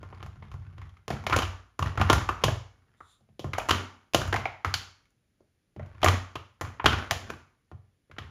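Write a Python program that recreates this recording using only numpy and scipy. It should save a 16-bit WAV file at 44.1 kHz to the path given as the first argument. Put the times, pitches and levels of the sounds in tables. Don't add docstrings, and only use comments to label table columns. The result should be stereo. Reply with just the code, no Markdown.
import sys
import numpy as np
from scipy import signal
from scipy.fft import rfft, irfft, next_fast_len
from scipy.io import wavfile
from scipy.ndimage import uniform_filter1d, map_coordinates

SR = 44100
rng = np.random.default_rng(int(sys.argv[2]) if len(sys.argv) > 2 else 0)


def master(y):
    cut = np.clip(np.atleast_2d(y).T, -1, 1)
    pcm = np.round(cut * 32767)
    wavfile.write(sys.argv[1], SR, pcm.astype(np.int16))


N = 366030

# (frequency [Hz], level [dB per Hz])
AIR_SPECTRUM = [(15, -35.5), (35, -4.5), (100, -4), (460, -17.5), (950, -29.5), (1600, -24.5),
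                (6500, -33.5), (9500, -29.5), (16000, -49.5)]
# (start [s], end [s], crackle level [dB], rumble level [dB])
LOADS = [(0, 0.86, -62.5, -48), (1.11, 1.144, -46, -39), (1.33, 1.407, -40, -41.5),
         (1.82, 1.881, -42, -40.5), (2.0, 2.167, -37.5, -33.5), (2.3, 2.47, -53.5, -48.5),
         (2.7, 2.955, -73.5, -71), (3.58, 3.63, -46, -47.5), (3.72, 3.725, -35, -42),
         (4.18, 4.365, -44, -38.5), (4.67, 4.755, -51.5, -48), (5.8, 5.993, -62.5, -53.5),
         (6.06, 6.079, -35, -35.5), (6.63, 6.652, -47.5, -43), (6.87, 6.924, -32, -37),
         (7.13, 7.315, -52.5, -49.5), (8.217, 8.294, -58.5, -53)]
# (frequency [Hz], level [dB per Hz])
CRACKLE_SPECTRUM = [(120, -31), (220, 1), (500, -11), (1400, -4.5), (3000, -17), (7000, -27.5),
                    (10000, -30.5), (16000, -49)]
# (frequency [Hz], width [Hz], relative level [dB])
SHELL_MODES = [(327, 110, -1), (755, 290, -8), (1059.5, 21, 0.5), (1210, 23, -3.5), (1395, 15, -1.5),
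               (1760, 67, -13.5), (2300, 450, -17), (3050, 480, -12), (6300, 110, -42.5)]
# (frequency [Hz], relative level [dB], decay by 60 dB [s])
BOARD_MODES = [(57, -11.5, 0.64), (73.6, 1.5, 0.31), (92.46, 4, 0.41), (115.4, -3, 0.38),
               (138.5, -0.5, 0.28), (172.4, -12, 0.2), (211, -8, 0.28)]
# (frequency [Hz], decay by 60 dB [s])
ROOM_DECAY = [(200, 0.29), (1000, 0.45), (3000, 0.41), (6500, 0.44), (12000, 0.29)]
# (time [s], snap level [dB], panel frequency [Hz],
# rib frequency [Hz], panel and rib level [dB], hollow body level [dB], edge level [dB],
# treble level [dB], floor boom level [dB])
SNAPS = [(0.0299, -36, 950, 2630, -14, 1, -18, -23, -45), (0.1256, -38, 960, 2230, -3, 2, -16, -52, -46),
         (0.2031, -43, 1020, 2240, -5, -5, -12, -28, -47),
         (0.2273, -35, 1350, 2140, -5, 4.5, -7, -13.5, -40),
         (0.2624, -40.5, 730, 2230, -3, -4, -18, -16, -38.5),
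         (0.4233, -40.5, 980, 2080, 7, 6, -2, -27, -47.5),
         (0.5154, -42, 1260, 2540, -11, -5, -8, -15, -39.5),
         (0.5395, -40, 1030, 2030, -9, 1, -18, -18, -36),
         (0.7808, -43, 1040, 1900, -14, 0.5, -9.5, -20, -40.5),
         (0.816, -41, 1050, 2050, 3, -19, -13, -22, -42.5), (0.8926, -58.5, 1050, 3160, 1, -23, 4, -1, -49),
         (0.9685, -52, 1280, 2107, 13, -9, -3, -18, -62.5), (1.0798, -27, 567, 2670, -9, 1, -7, -9, -40),
         (1.1036, -19.5, 710, 1920, 1.5, 13, -1.5, -7, -28),
         (1.2388, -37, 977, 2170, 18, 10, -8, -11.5, -39),
         (1.266, -18.5, 675, 2180, -1.5, -7.5, -9, -17, -38.5),
         (1.2975, -22, 1180, 2260, -11, -1, -12, -18, -30),
         (1.308, -25, 1110, 2250, 5.5, -5, -5.5, -22, -35),
         (1.324, -18, 1032, 1800, 5, -18, -22, -29.5, -32.5),
         (1.3271, -13.5, 1230, 2300, -4.5, -10, -11, -25, -30),
         (1.337, -16, 1417, 1890, -5.5, -15, -30, -24, -29),
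         (1.3434, -19.5, 1290, 2300, 1, -12.5, -21, -35, -43),
         (1.3622, -14, 664, 2620, -2, 4, -8, -6.5, -27),
         (1.3878, -18, 1154, 2960, -6, 1, -2.5, -7.5, -31.5),
         (1.4201, -21.5, 730, 2980, -3.5, -9.5, -13, -19.5, -34.5),
         (1.4289, -24.5, 1103, 2960, -1, -4, -1.5, -20, -30.5),
         (1.45, -36, 1100, 2800, 12, -13.5, -0.5, -22, -46),
         (1.7913, -20.5, 1020, 1790, -6, -2, -15.5, -14, -25.5),
         (1.8247, -19, 1085, 2900, 6.5, 2.5, -10.5, -16.5, -29.5),
         (1.8597, -28, 1043, 1870, -2.5, -10, -13, -19, -35.5),
         (1.9751, -20.5, 1341, 1870, -4.5, -4.5, -13.5, -23, -24.5),
         (1.9977, -21.5, 1035, 1850, -1.5, 8, -12.5, -22, -22.5),
         (2.0133, -13, 717, 2780, -0.5, -14.5, -20, -26.5, -25.5),
         (2.0987, -5.5, 1057, 3280, -2.5, -1, -10, -17, -22),
         (2.129, -12, 1029, 1830, -6, -5, -8, -7.5, -18),
         (2.2894, -14, 1187, 2720, 0.5, -4.5, -19, -24.5, -35.5),
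         (2.4376, -10, 1008, 2970, -5, 4.5, -2, -6, -24), (2.4815, -17, 637, 1680, 1, 3.5, -9, -27, -21.5),
         (3.0046, -37.5, 1234, 1940, 1, -7, -28.5, -32.5, -63),
         (3.2076, -61.5, 755, 3920, 3.5, 13, -15, -13, -62),
         (3.2887, -58, 670, 2250, -4, 15, -4, -21.5, -56),
         (3.3937, -30, 545, 3160, -2, 10.5, 1, -3.5, -43.5), (3.4436, -26, 630, 1820, -9, 8, -15, -17, -31),
         (3.5335, -23, 1320, 2150, 1.5, -2, -1.5, -15.5, -37),
         (3.5493, -30.5, 1205, 2020, 5, -1, -24, -27, -39.5),
         (3.5823, -17, 652, 2930, 16.5, -11.5, -29, -22, -36.5),
         (3.5961, -31, 727, 2428, 6.5, -19, 2, -18, -41.5),
         (3.6873, -19, 984, 1910, -2.5, -5, -16, -11, -44),
         (3.693, -14, 1080, 2940, 6, -17, -14, -15.5, -33.5),
         (3.7074, -10, 1360, 2980, 2.5, 6.5, -1, -8.5, -28),
         (4.1353, -26.5, 499, 2490, 4, -5, -3.5, -6, -39.5),
         (4.146, -8, 620, 2980, 1, 1.5, -8.5, -8.5, -26.5),
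         (4.2155, -24.5, 1410, 3100, 0, 0, -11, -12, -32.5),
         (4.2762, -34.5, 1240, 3000, 1.5, -7.5, -19, -8, -30.5),
         (4.3265, -16, 1587, 1810, -3.5, -4, -10.5, -22, -33.5),
         (4.3409, -17, 740, 1920, 5, -0.5, -15, -19, -29.5),
         (4.3606, -19, 1045, 2120, 5.5, -10, -3.5, -15.5, -39),
         (4.4549, -17.5, 737, 2200, 15, -5.5, -10, -30.5, -61),
         (4.6469, -15.5, 1290, 2060, 7.5, -0.5, -8.5, -19.5, -28.5),
         (4.74, -15, 1480, 4440, -10, -14.5, -1, -7, -47.5),
         (5.0545, -62.5, 1250, 2200, 4, -9.5, 6.5, -2.5, -75),
         (5.104, -68, 1490, 3086, 0.5, -8, -11, 6, -80.5),
         (5.4051, -51.5, 572, 4630, -2, 15, -26, -17, -63.5),
         (5.7623, -37, 581, 2050, -8.5, 11.5, -12, -21, -37.5),
         (5.7952, -31.5, 604, 2000, 4, 5.5, -18, -30.5, -37),
         (5.8609, -51.5, 610, 2110, -6, 5, -6, -7, -53.5),
         (5.9488, -49, 649, 1740, -7.5, -1, -9.5, -28, -45.5),
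         (6.017, -36, 1320, 2420, 1.5, -2, -0.5, -11, -34.5),
         (6.0299, -12.5, 660, 3160, 6, -8.5, -16.5, -29, -31.5),
         (6.044, -9, 635, 1850, 2, -1.5, -14.5, -7, -23.5),
         (6.0609, -11, 1157, 2350, 3, 1, -9.5, -34, -26.5),
         (6.0755, -17, 1220, 2260, -12, -6, -6.5, -18.5, -30),
         (6.0836, -12.5, 1170, 1920, 2, 0.5, -2, -9, -28.5),
         (6.355, -24.5, 1180, 2770, -3, 1, -7.5, -18.5, -39.5),
         (6.611, -22, 559, 1940, -1, -4, -14, -11, -30.5),
         (6.797, -23.5, 1023, 2360, -2, -13, -19.5, -54, -51.5),
         (6.843, -17.5, 830, 1800, 3.5, 8, -7, -18, -23.5),
         (6.8582, -4.5, 1364, 3040, 8.5, 4, -3, -16, -25.5),
         (6.929, -19.5, 1420, 2500, 2.5, -7, -6, -20, -29.5),
         (7.1099, -13.5, 704, 1780, 0.5, 0, -0.5, -4.5, -29.5),
         (7.3009, -25.5, 1450, 2500, 2, 8.5, -8, -11.5, -48),
         (7.7147, -39, 720, 1830, -9.5, 4.5, -18, -25, -40.5),
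         (8.0974, -50.5, 586, 1980, 4.5, 12.5, -11, -21.5, -57),
         (8.113, -43, 1470, 2160, 0, -0.5, -7.5, -19, -50),
         (8.165, -46.5, 1400, 2020, -6, -4, -12.5, -31, -56),
         (8.1835, -27.5, 1320, 1900, -2, 1.5, 0.5, -17, -42)]
# (time [s], level [dB])
SCUFF_LEVEL = [(2.97, -79), (3.118, -62.5), (3.144, -66), (3.25, -91)]
# (frequency [Hz], width [Hz], relative level [dB])
SOLE_MODES = [(3660, 450, 0), (7460, 680, -3), (8906, 740, -3)]
# (frequency [Hz], level [dB])
PORT_DIFFERENCE = [(60, -43.5), (150, -14), (600, -4), (1100, -3.5), (1500, -9.5), (2000, -27.5),
                   (4000, -18), (5700, -31), (9000, -12.5), (16000, -18.5)]
# (frequency [Hz], phase [rad])
PORT_LEAD = [(1900, -.04), (2400, .11), (2950, .27), (4100, .34), (4850, .22), (5700, .02), (6500, .12),
             (7250, .62), (7750, 1.25), (8000, 1.5), (8500, 1.54), (8950, 1.08), (9650, .63), (10700, .28),
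             (12000, 0), (13800, -.45), (15200, -.9)]

AIR_DB = -74
LOAD_RISE_DB_PER_S, LOAD_FALL_DB_PER_S = 900, 121
SLIPS_PER_S, SLIP_SPREAD_DB, SLIP_T60_S = 400, 5, .012
CLUMP_DB, CLUMPS_PER_S = 2.5, 27
AFTER_DB, AFTER_RISE_S, AFTER_T60_S = -9.5, .03, .42
BURST_T60_S = 0.033
PANEL_WIDTH, RIB_WIDTH = .15, .09
PANEL_DB, RIB_DB = 2.5, -4
ROOM_DB = -6
AXLE_HZ, AXLE_DB, AXLE_T60_S = 2215, -53, 1.1
BOOM_HZ, BOOM_OCT_PER_DB, BOOM_SCATTER_OCT = 97.6, 0.11, .15
CEILING = .98
TOP_HZ = 16800


def amp(db):
    return 10 ** (np.asarray(db) / 20)


def unit(x):
    return x / np.sqrt(np.mean(x ** 2, axis=-1, keepdims=True) + 1e-20)


def along(points, hz):
    f, v = np.transpose(points)
    return np.interp(np.log(hz + 1), np.log(f + 1), v)


def filtered(x, response):
    m = next_fast_len(x.shape[-1] + 4096)
    spectrum = rfft(x, m) * response(np.fft.rfftfreq(m, 1 / SR))
    return irfft(spectrum, m)[..., :x.shape[-1]]


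def causal(gain):
    cepstrum = irfft(np.log(gain + 1e-6))
    half = cepstrum.shape[-1] // 2
    cepstrum[..., 1:half] *= 2
    cepstrum[..., half + 1:] = 0
    return np.exp(rfft(cepstrum))


def peaks(modes, hz):
    return np.sqrt(sum(amp(db) ** 2 / (1 + (2 * (hz - c) / w) ** 2) for c, w, db in modes))


def echo(seconds, colour):
    noise = rng.standard_normal((2, round(seconds * SR)))
    hz, t, z = signal.stft(noise, SR, nperseg=512)
    decay = amp(-60 * t / along(ROOM_DECAY, hz)[:, None])
    tail = signal.istft(z * colour(hz)[:, None] * decay, SR, nperseg=512)[1]
    tail = tail * (1 - np.exp(-np.arange(tail.shape[1]) / SR / 0.0013))
    return unit(tail) / np.sqrt(tail.shape[1])


def in_room(x, wet_db):
    tail = amp(wet_db) * echo(.5, np.ones_like)
    tail[:, 0] = 1, 0
    return signal.fftconvolve(x[None], tail, axes=1)[:, :len(x)]


def room_tone():
    noise = rng.standard_normal((2, N))
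    return amp(AIR_DB) * unit(filtered(noise, lambda hz: amp(along(AIR_SPECTRUM, hz))))


def load_levels(t):
    spells = []
    for start, end, *db in LOADS:
        rise = LOAD_RISE_DB_PER_S * np.clip(start - t, 0, None)
        fall = LOAD_FALL_DB_PER_S * np.clip(t - end, 0, None)
        spells.append(np.array(db)[:, None] - rise - fall)
    return np.max(spells, axis=0)


def slip_ticks(t):
    size_db = SLIP_SPREAD_DB * np.minimum(rng.exponential(size=N), 3)
    slips = (rng.random(N) < SLIPS_PER_S / SR) * amp(size_db)
    clumps = rng.standard_normal(round(N / SR * CLUMPS_PER_S) + 4)
    slips = slips * amp(CLUMP_DB * map_coordinates(clumps, [t * CLUMPS_PER_S]))
    decay = amp(-60 * t[:1024] / SLIP_T60_S)
    scrapes = signal.fftconvolve(slips, decay)[:N] * rng.standard_normal(N)
    colour = lambda hz: amp(along(CRACKLE_SPECTRUM, hz)) * peaks(SHELL_MODES, hz) ** 0.16
    return unit(filtered(scrapes, lambda hz: causal(colour(hz))))


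def board_rumble():
    boards = [(hz, 2.2 / t60 * 3, db) for hz, db, t60 in BOARD_MODES]
    return unit(filtered(rng.standard_normal((2, N)), lambda hz: peaks(boards, hz) ** 1.7))


def strain():
    t = np.arange(N) / SR
    crackle_db, weight_db = load_levels(t)
    power = amp(weight_db) ** 2
    for s, *_, boom_db in SNAPS:
        since = np.clip(t - s, 0, None)
        after = amp(boom_db + AFTER_DB - 60 * since / AFTER_T60_S)
        power = power + (after * (1 - np.exp(-since / AFTER_RISE_S))) ** 2
    crackle = in_room(amp(crackle_db) * slip_ticks(t), wet_db=-5)
    return crackle + np.sqrt(power) * board_rumble()


def burst(colour, t60):
    t = np.arange(4096) / SR
    release = rng.standard_normal((2, len(t))) * amp(-60 * t / t60)
    release *= (1 - np.exp(-t / 0.00063)) * (1 + 0.79 * np.exp(-t / 0.0005))
    release *= amp(3 * rng.standard_normal(len(t) // 32)).repeat(32)
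    z, hz = rfft(release, 2 * len(t)), np.fft.rfftfreq(2 * len(t), 1 / SR)
    chance = np.sqrt(uniform_filter1d(np.abs(z) ** 2, size=41))
    crack = irfft(z * causal(colour(hz) / chance ** 0.5))[:, :len(t)]
    return crack / np.linalg.norm(crack, axis=1, keepdims=True) * 5.57


def shell_crack(t, db, panel_hz, rib_hz, ring_db, body_db, edge_db, treble_db):
    panels = [(c, w, g + rng.normal(0, 1.5)) for c, w, g in SHELL_MODES]
    panels += [(panel_hz, PANEL_WIDTH * panel_hz, PANEL_DB + ring_db),
               (rib_hz, RIB_WIDTH * rib_hz, RIB_DB + ring_db)]
    tilt = [(40, body_db - 31.5), (150, body_db - 6), (450, body_db), (1350, 0),
            (3200, edge_db + 6), (7000, treble_db + 18.5), (16000, treble_db + 9.5)]
    colour = lambda hz: peaks(panels, hz) ** 0.92 * amp(along(tilt, hz))
    spread = lambda hz: colour(hz) / peaks(panels, hz) ** 0.09
    crack = amp(db + 4.0) * burst(colour, BURST_T60_S)
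    sound = amp(ROOM_DB) * np.linalg.norm(crack[0]) * echo(.55, spread)[:, :len(t)]
    sound[:, :crack.shape[1]] += crack * [[1], [.6]]
    axle = amp(db + AXLE_DB + rng.normal(0, 3) - 60 * t / AXLE_T60_S) * np.sin(2 * np.pi * AXLE_HZ * t)
    sound[0] += axle * np.cos(t / t[-1] * np.pi / 2)
    return sound


def floor_boom(t, body_db, boom_db):
    board_hz, board_db, board_t60 = np.transpose(BOARD_MODES)
    swell = (1 - np.exp(-t / 0.0054)) ** 2
    ringing = swell * amp(-60 * t / board_t60[:, None]) * np.exp(2j * np.pi * board_hz[:, None] * t)
    octaves = np.log2(board_hz / BOOM_HZ) - BOOM_OCT_PER_DB * body_db
    octaves -= BOOM_SCATTER_OCT * rng.standard_normal()
    near_db = -9 * np.abs(octaves)
    strength = amp(board_db + near_db + 2 * rng.standard_normal(len(BOARD_MODES)))
    phase = np.exp(2j * np.pi * rng.random((2, len(BOARD_MODES))))
    boom = ((strength * phase) @ ringing).real
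    return amp(boom_db + 3.0) * boom / np.abs(boom[0]).max()


def snaps():
    out, t = np.zeros((2, N + SR)), np.arange(round(.55 * SR)) / SR
    for s, db, panel_hz, rib_hz, ring_db, body_db, edge_db, treble_db, boom_db in SNAPS:
        sound = shell_crack(t, db, panel_hz, rib_hz, ring_db, body_db, edge_db, treble_db)
        sound += floor_boom(t, body_db, boom_db)
        out[:, round(s * SR):][:, :len(t)] += sound
    return out[:, :N]


def scuff():
    hiss = unit(filtered(rng.standard_normal((2, N)), lambda hz: peaks(SOLE_MODES, hz) ** 1.3))
    s, db = np.transpose([(2.95, -120), *SCUFF_LEVEL, (3.3, -120)])
    return amp(np.interp(np.arange(N) / SR, s, db)) * hiss


def scene():
    shared, apart = room_tone() + strain() + snaps() + scuff()
    apart = filtered(apart, lambda hz: amp(along(PORT_DIFFERENCE, hz)))
    turn = lambda hz: np.exp(1j * np.outer([1, -1], along(PORT_LEAD, hz)))
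    ports = filtered(shared, turn) + [[1], [-1]] * apart
    return ports * amp([[.15], [-.15]])


def record(dry):
    rounded = dry / (1 + np.abs(dry / CEILING) ** 4) ** (1 / 4)
    return filtered(rounded, lambda hz: amp(along([(15500, 0), (16200, -16)], hz)) * (hz < TOP_HZ))


dry = scene()
out = record(dry)
master(out)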